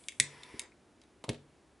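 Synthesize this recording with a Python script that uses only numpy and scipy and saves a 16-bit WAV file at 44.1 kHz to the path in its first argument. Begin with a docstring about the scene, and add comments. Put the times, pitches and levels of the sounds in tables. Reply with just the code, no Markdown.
"""A jet lighter lights a spirit lamp on a cloth-covered table in a quiet room.
Gas hisses as the trigger goes down, the igniter's hammer snaps and rings the casing, the flame blows
for 0.4 s and the trigger clicks back. Then something, probably the lighter, is put down: hard contacts
tap, soft pushes ring the table with a dull knock. The hits echo briefly over a low room rumble."""
import sys
import numpy as np
from scipy import signal
from scipy.fft import rfft, irfft
from scipy.io import wavfile

SR = 44100
rng = np.random.default_rng(int(sys.argv[2]) if len(sys.argv) > 2 else 0)


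def dump_mix(stems):
    """Bounce the given channels to the path in sys.argv[1] as a 16-bit WAV at rate SR."""
    frames = np.atleast_2d(stems).T  # one column per channel
    limited = np.clip(frames, -1, 1)  # hard clip at full scale
    pcm = np.round(limited * 32767).astype(np.int16)
    wavfile.write(sys.argv[1], SR, pcm)


N = 79380

# Room rumble spectrum (frequency [Hz], level [dB])
RUMBLE_SPECTRUM = [(15, -51.5), (25, -24), (59, 3.5), (141, -4.5), (311, 2.5), (344, 2), (518, -6),
                   (559, -5), (1260, -12.5), (1670, -13), (1900, -15), (4400, -22), (11000, -26),
                   (14300, -59), (22000, -120)]
# Reverb decay (frequency [Hz], T60 [s])
TAIL_T60 = [(100, 0.11), (400, .33), (2000, 0.23), (5000, 0.28), (8000, 0.23), (11000, 0.11)]
# Reverb spectrum (frequency [Hz], gain [dB])
TAIL_SPECTRUM = [(100, -6.5), (500, 0.5), (2000, 1), (5000, -2.5), (8000, -1.5), (11000, -2.5)]
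# Early reflections (delay [s], gain [dB])
REFLECTIONS = [(.0042, -16.5), (.0078, -14.5), (.0095, -32), (0.016, -33.5)]

# Blows of hand and lighter (time [s], level [dB], push width [s], deep mode gain [dB])
PUSHES = [(0.2058, -35.5, 0.00042, -0.5), (0.2075, -37.5, 0.0021, 10), (0.247, -48, .0008, -22),
          (0.5419, -40, 0.00052, -36), (0.5447, -37.5, 0.0006, -42.5), (1.2837, -37, .0005, -4),
          (1.2923, -29, 0.0021, -7), (1.2995, -23, 0.00091, -1.5), (1.3025, -25.5, 0.00033, -3),
          (1.3325, -39, 0.0016, -15)]
# Table modes (frequency [Hz])
TABLE_MODES_HZ = [237, 287, 340, 408, 460, 510, 607, 730]
# Ring per table mode (level [dB], T60 [s])
TABLE_DECAYS = [(-16.5, .22), (-30.5, .12), (-24, .14), (-18, 0.12), (-15.5, .09), (-18.5, .14), (-30, 0.3),
                (-27.5, 0.16)]
# Low modes of table and room (frequency [Hz], level [dB], T60 [s])
DEEP_MODES = [(50, -29, .3), (99.4, -23, 0.41), (143, -12.5, 0.57)]
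# Thump filter (frequency [Hz], gain [dB])
THUMP_SPECTRUM = [(25, -31), (50, -5), (110, 1), (400, 4.5), (1000, -4)]
# Put-down contacts (time [s], levels at 600 Hz, 1.2 kHz, 2 kHz, 8 kHz [dB], decay [s])
CONTACTS = [(1.2399, -2.5, -3, -16, -22.5, 0.0084), (1.2837, -1.5, -15.5, -30.5, -44, 0.0039),
            (1.2911, 7.5, -12.5, -2, -10, 0.0048), (1.332, -7.5, -30, -26.5, -33.5, 0.0024),
            (1.3444, -12, -31.5, -22.5, -34, 0.0096)]
# Tap low end (frequency [Hz], level re 600 Hz [dB])
TAP_LOW_END = [(30, -42), (150, -2.5), (330, -1.5)]
# Woody ring of a tap (frequency [Hz], level [dB], T60 [s])
WOOD_MODES = [(710, -9, .025), (1116, -8, 0.039), (1380, -8, 0.025), (2082, -0.5, 0.018), (3054, -1, 0.01),
              (3945, 1.5, 0.028), (4380, -6, 0.022), (5730, 0, 0.014), (7500, 8, 0.016)]

# Trigger and casing clicks
# (time [s], levels at 2, 4, 9 kHz [dB], decay [s], struck part pitch [Hz], part level [dB])
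CLICK_EVENTS = [(.0385, -33, -31, -40.5, 0.004, 3460, -1), (.0848, -5.5, -9.5, -8.5, 0.0015, 2618, -27),
                (.1208, -16, -34, -27.5, .002, 3540, 1), (.4338, -23.5, -19.5, -24.5, 0.0043, 3630, -2),
                (.5946, -6, -13.5, -2.5, 0.0039, 3720, 2), (.6178, -24, -30, -21, 0.0033, 4970, 0),
                (.637, -32, -34, -39, 0.0019, 4900, -10), (.7195, -26.5, -47, -57, .002, 2390, -6),
                (1.016, -38.5, -30.5, -40.5, 0.0039, 4703, -13.5), (1.037, -37, -41, -43, .003, 3930, -2)]
# Click low end (frequency [Hz], level re 2 kHz [dB])
CLICK_LOW_END = [(60, -16.5), (350, -13.5), (800, -22.5), (1350, -18)]
# Trigger ring (frequency [Hz], level [dB], T60 [s])
TRIGGER_MODES = [(1890, -11, .025), (2140, -5, .03), (2300, -3, .025), (2700, -2, .012), (3330, -1, .016),
                 (3850, 1, .016), (4930, -2, .016), (6250, 1, .014), (7450, -4, .016), (8760, -3, .016),
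                 (9230, -3, .018), (10150, -2, .016)]
# Hammer impact spectrum (frequency [Hz], gain [dB])
SNAP_SPECTRUM = [(60, -36.5), (250, -30.5), (450, -19.5), (850, -32.5), (1400, -18), (1850, -0.5),
                 (2350, 0), (2900, -12.5), (3700, 1), (4800, -6.5), (5600, -4.5), (8000, 1.5), (9000, -3),
                 (9700, -2), (11000, -7.5)]
# Casing ring (frequency [Hz], level [dB], T60 [s])
CASING_MODES = [(1915, -1, .035), (2140, -1, .04), (2290, 1, .03), (2600, -9, .012), (3300, -9, .015),
                (3615, -3, .022), (3880, -4, .022), (4400, -8, .012), (5460, -5, .02), (5615, -6, .02),
                (6365, -3, .022), (6670, -3, .02), (7350, -2, .025), (8010, 2, .022), (8110, 0, .02),
                (8650, -7, .03), (8780, -7, .03), (9545, -3, .02), (9855, -2, .025)]
# Unlit gas spectrum (frequency [Hz], level [dB])
GAS_SPECTRUM = [(200, -32.5), (1200, -15), (2300, -5), (3500, -6), (4500, -9.5), (6500, -11.5), (7700, 0),
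                (8250, 4), (8700, -1.5), (10500, 0), (11200, -2)]
# Unlit gas envelope (time [s], level [dB])
GAS_ENVELOPE = [(0, -59.5), (.07, -61), (.15, -66.5), (.2, -65.5)]
# Flame spectrum (frequency [Hz], level [dB])
FLAME_SPECTRUM = [(88, -35.5), (150, -8.5), (375, -0.5), (491, -1.5), (756, -10.5), (990, 2.5), (1180, -8),
                  (1550, -6.5), (2070, 1), (2810, -8.5), (3610, -8.5), (4170, -15.5), (4730, -11.5),
                  (5560, -11), (6530, -22.5), (7020, -19), (9360, -17), (10200, -13.5), (11000, -16.5),
                  (14300, -48), (22000, -120)]
# Flame dulling, valve shut (frequency [Hz], gain [dB])
DULLING = [(2000, 2), (3500, -9.5), (6000, -16.5)]

SNAP_S, VALVE_SHUT_S, FLAME_OFF_S = .1997, .59, .644
HIT_SAMPLES = 4096


def amp(db):
    """Decibels to gain."""
    return 10 ** (np.asarray(db) / 20)


def lookup(points, hz):
    """Interpolate on a log-frequency axis."""
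    knots_hz, values = np.transpose(points)
    return np.interp(np.log(hz + 1), np.log(knots_hz + 1), values)


def unit(x):
    """Scale to energy 1."""
    return x / np.sqrt(np.sum(x ** 2) + 1e-20)


def add(mix, at_s, sound):
    """Mix in place."""
    part = mix[round(at_s * SR):][:len(sound)]
    part += sound[:len(part)]


def colour(x, spectrum, size=4096):
    """Minimum-phase filter."""
    log_gain = np.log(amp(lookup(spectrum, abs(np.fft.fftfreq(size, 1 / SR)))))
    impulse = np.fft.ifft(np.exp(np.conj(signal.hilbert(log_gain)))).real
    return signal.fftconvolve(x, impulse[:size // 2])[:len(x)]


def ring(modes, t):
    """Damped sines of alternating sign."""
    return sum((-1) ** k * amp(db - 60 * t / t60_s) * np.sin(2 * np.pi * hz * t)
               for k, (hz, db, t60_s) in enumerate(modes))


def burst(rise_s, decay_s):
    """Contact chatter: flat spectrum, energy 1."""
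    t = np.arange(HIT_SAMPLES) / SR
    envelope = (1 - np.exp(-t / rise_s)) * np.exp(-t / decay_s)
    noise = rng.standard_normal(HIT_SAMPLES)
    for _ in range(3):
        bins = rfft(noise * envelope)
        whitened = irfft(bins / (abs(bins) + 1e-12))
        noise = whitened * envelope / (envelope ** 2 + envelope.max() ** 2 / 20)
    return unit(noise * envelope)


def hiss(spectrum, width=.17):
    """Steady, narrow stereo noise, mid RMS 1."""
    gain = amp(lookup(spectrum, np.fft.rfftfreq(N, 1 / SR)))
    mid, side = irfft(rfft(rng.standard_normal((2, N))) * gain, N)
    return np.array([mid + width * side, mid - width * side]) / mid.std()


def room_rumble(level_db=-64.5):
    """Steady low noise of the room."""
    return amp(level_db) * hiss(RUMBLE_SPECTRUM)


def room_reverb(x, tail_db=-12, onset_s=.002, width=.45):
    """Early reflections and a short, narrow tail."""
    hz, frame_s, bins = signal.stft(rng.standard_normal((2, SR)), SR, nperseg=256)
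    decay = amp(-60 * frame_s / lookup(TAIL_T60, hz)[:, None])
    tails = signal.istft(bins * decay, SR, nperseg=256)[1]
    tails *= np.clip(np.arange(tails.shape[1]) / SR / onset_s, 0, 1)
    mid, side = [amp(tail_db) * colour(unit(tail), TAIL_SPECTRUM) for tail in tails]
    side = colour(side, [(120, -13.5), (600, 1.5)])
    for delay_s, db in REFLECTIONS:
        add(mid, delay_s, amp([db]))
    response = np.array([mid + width * side, mid - width * side])
    return signal.fftconvolve(x[None], response, axes=1)[:, :N]


def table_thumps(lead_s=.003):
    """Soft Gaussian pushes ring the table and the deep modes."""
    out, t = np.zeros(N), np.arange(SR // 2) / SR
    table = ring([(hz, *mode) for hz, mode in zip(TABLE_MODES_HZ, TABLE_DECAYS)], t)
    for at_s, db, width_s, deep_db in PUSHES:
        push = np.exp(-((t - lead_s) / width_s) ** 2 / 2)
        response = table + amp(deep_db) * ring(DEEP_MODES, t)
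        body = signal.fftconvolve(push / push.sum(), response)[:len(t)]
        add(out, at_s - lead_s, amp(db) * (push + body))
    return colour(out, THUMP_SPECTRUM)


def table_taps(rise_s=.00034, ring_db=-8):
    """Hard contacts with a short, woody ring."""
    out, t = np.zeros(N), np.arange(HIT_SAMPLES) / SR
    wood = amp(ring_db) * unit(ring(WOOD_MODES, t))
    for at_s, low_db, body_db, mid_db, high_db, decay_s in CONTACTS:
        spectrum = [(hz, db + low_db) for hz, db in TAP_LOW_END]
        spectrum += [(600, low_db), (1200, body_db), (1600, mid_db - 4.5), (2000, mid_db),
                     (4000, mid_db - .5), (6200, high_db - 1.5), (8000, high_db)]
        add(out, at_s, colour(unit(burst(rise_s, decay_s) + wood), spectrum))
    return out


def trigger_clicks(rise_s=.0001, ring_db=-4, part_t60_s=.011):
    """Each contact rings the trigger and the struck part."""
    out, t = np.zeros(N), np.arange(HIT_SAMPLES) / SR
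    trigger = amp(ring_db) * unit(ring(TRIGGER_MODES, t))
    for at_s, low_db, mid_db, high_db, decay_s, part_hz, part_db in CLICK_EVENTS:
        spectrum = [(hz, db + low_db) for hz, db in CLICK_LOW_END]
        spectrum += [(2000, low_db), (4000, mid_db), (9000, high_db)]
        part = amp(part_db) * unit(amp(-60 * t / part_t60_s) * np.cos(2 * np.pi * part_hz * t))
        add(out, at_s, colour(unit(burst(rise_s, decay_s) + trigger + part), spectrum))
    return out


def igniter_snap(impact_db=12, ring_db=1, rise_s=.0005, decay_s=.0013):
    """The hammer strikes and rings the casing."""
    out, t = np.zeros(N), np.arange(HIT_SAMPLES) / SR
    impact = colour(burst(rise_s, decay_s), SNAP_SPECTRUM)
    casing = colour(unit(ring(CASING_MODES, t)), [(900, -10.5), (1800, -1.5)])
    add(out, SNAP_S, amp(impact_db) * impact)
    add(out, SNAP_S + rise_s, amp(ring_db) * casing)
    return out


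def unlit_gas(fade_s=.044):
    """Escaping gas hisses thinly, fading after the snap."""
    t = np.arange(N) / SR
    level_db = np.interp(t, *np.transpose(GAS_ENVELOPE))
    fade = np.exp(-np.maximum(t - SNAP_S, 0) / fade_s)
    return fade * amp(level_db) * hiss(GAS_SPECTRUM)


def jet_flame(level_db=-57, ramp_s=.03, fade_s=.031):
    """Burning gas rushes from the snap on; dulls and dies once the valve shuts."""
    t = np.arange(N) / SR
    lit, shut = [np.clip((t - at_s) / ramp_s, 0, 1) for at_s in (SNAP_S, VALVE_SHUT_S)]
    flow = np.exp(-np.maximum(t - FLAME_OFF_S, 0) / fade_s)
    rush = hiss(FLAME_SPECTRUM)
    dulled = np.array([colour(channel, DULLING) for channel in rush])
    return lit * flow * amp(level_db) * ((1 - shut) * rush + shut * dulled)


def scene(pan_db=.44):
    """Lighter and table slightly left, over the rumble; reverb on the hits only."""
    hits = trigger_clicks() + igniter_snap() + table_thumps() + table_taps()
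    foreground = hits + room_reverb(hits) + unlit_gas() + jet_flame()
    return foreground * amp([[pan_db], [-pan_db]]) + room_rumble()


def record(dry):
    """Steep low-pass."""
    cutoff_hz = 11120
    lowpass = signal.firwin(511, cutoff_hz, window=("kaiser", 8), fs=SR)
    return signal.oaconvolve(dry, lowpass[None], "same")


dry = scene()
out = record(dry)
dump_mix(out)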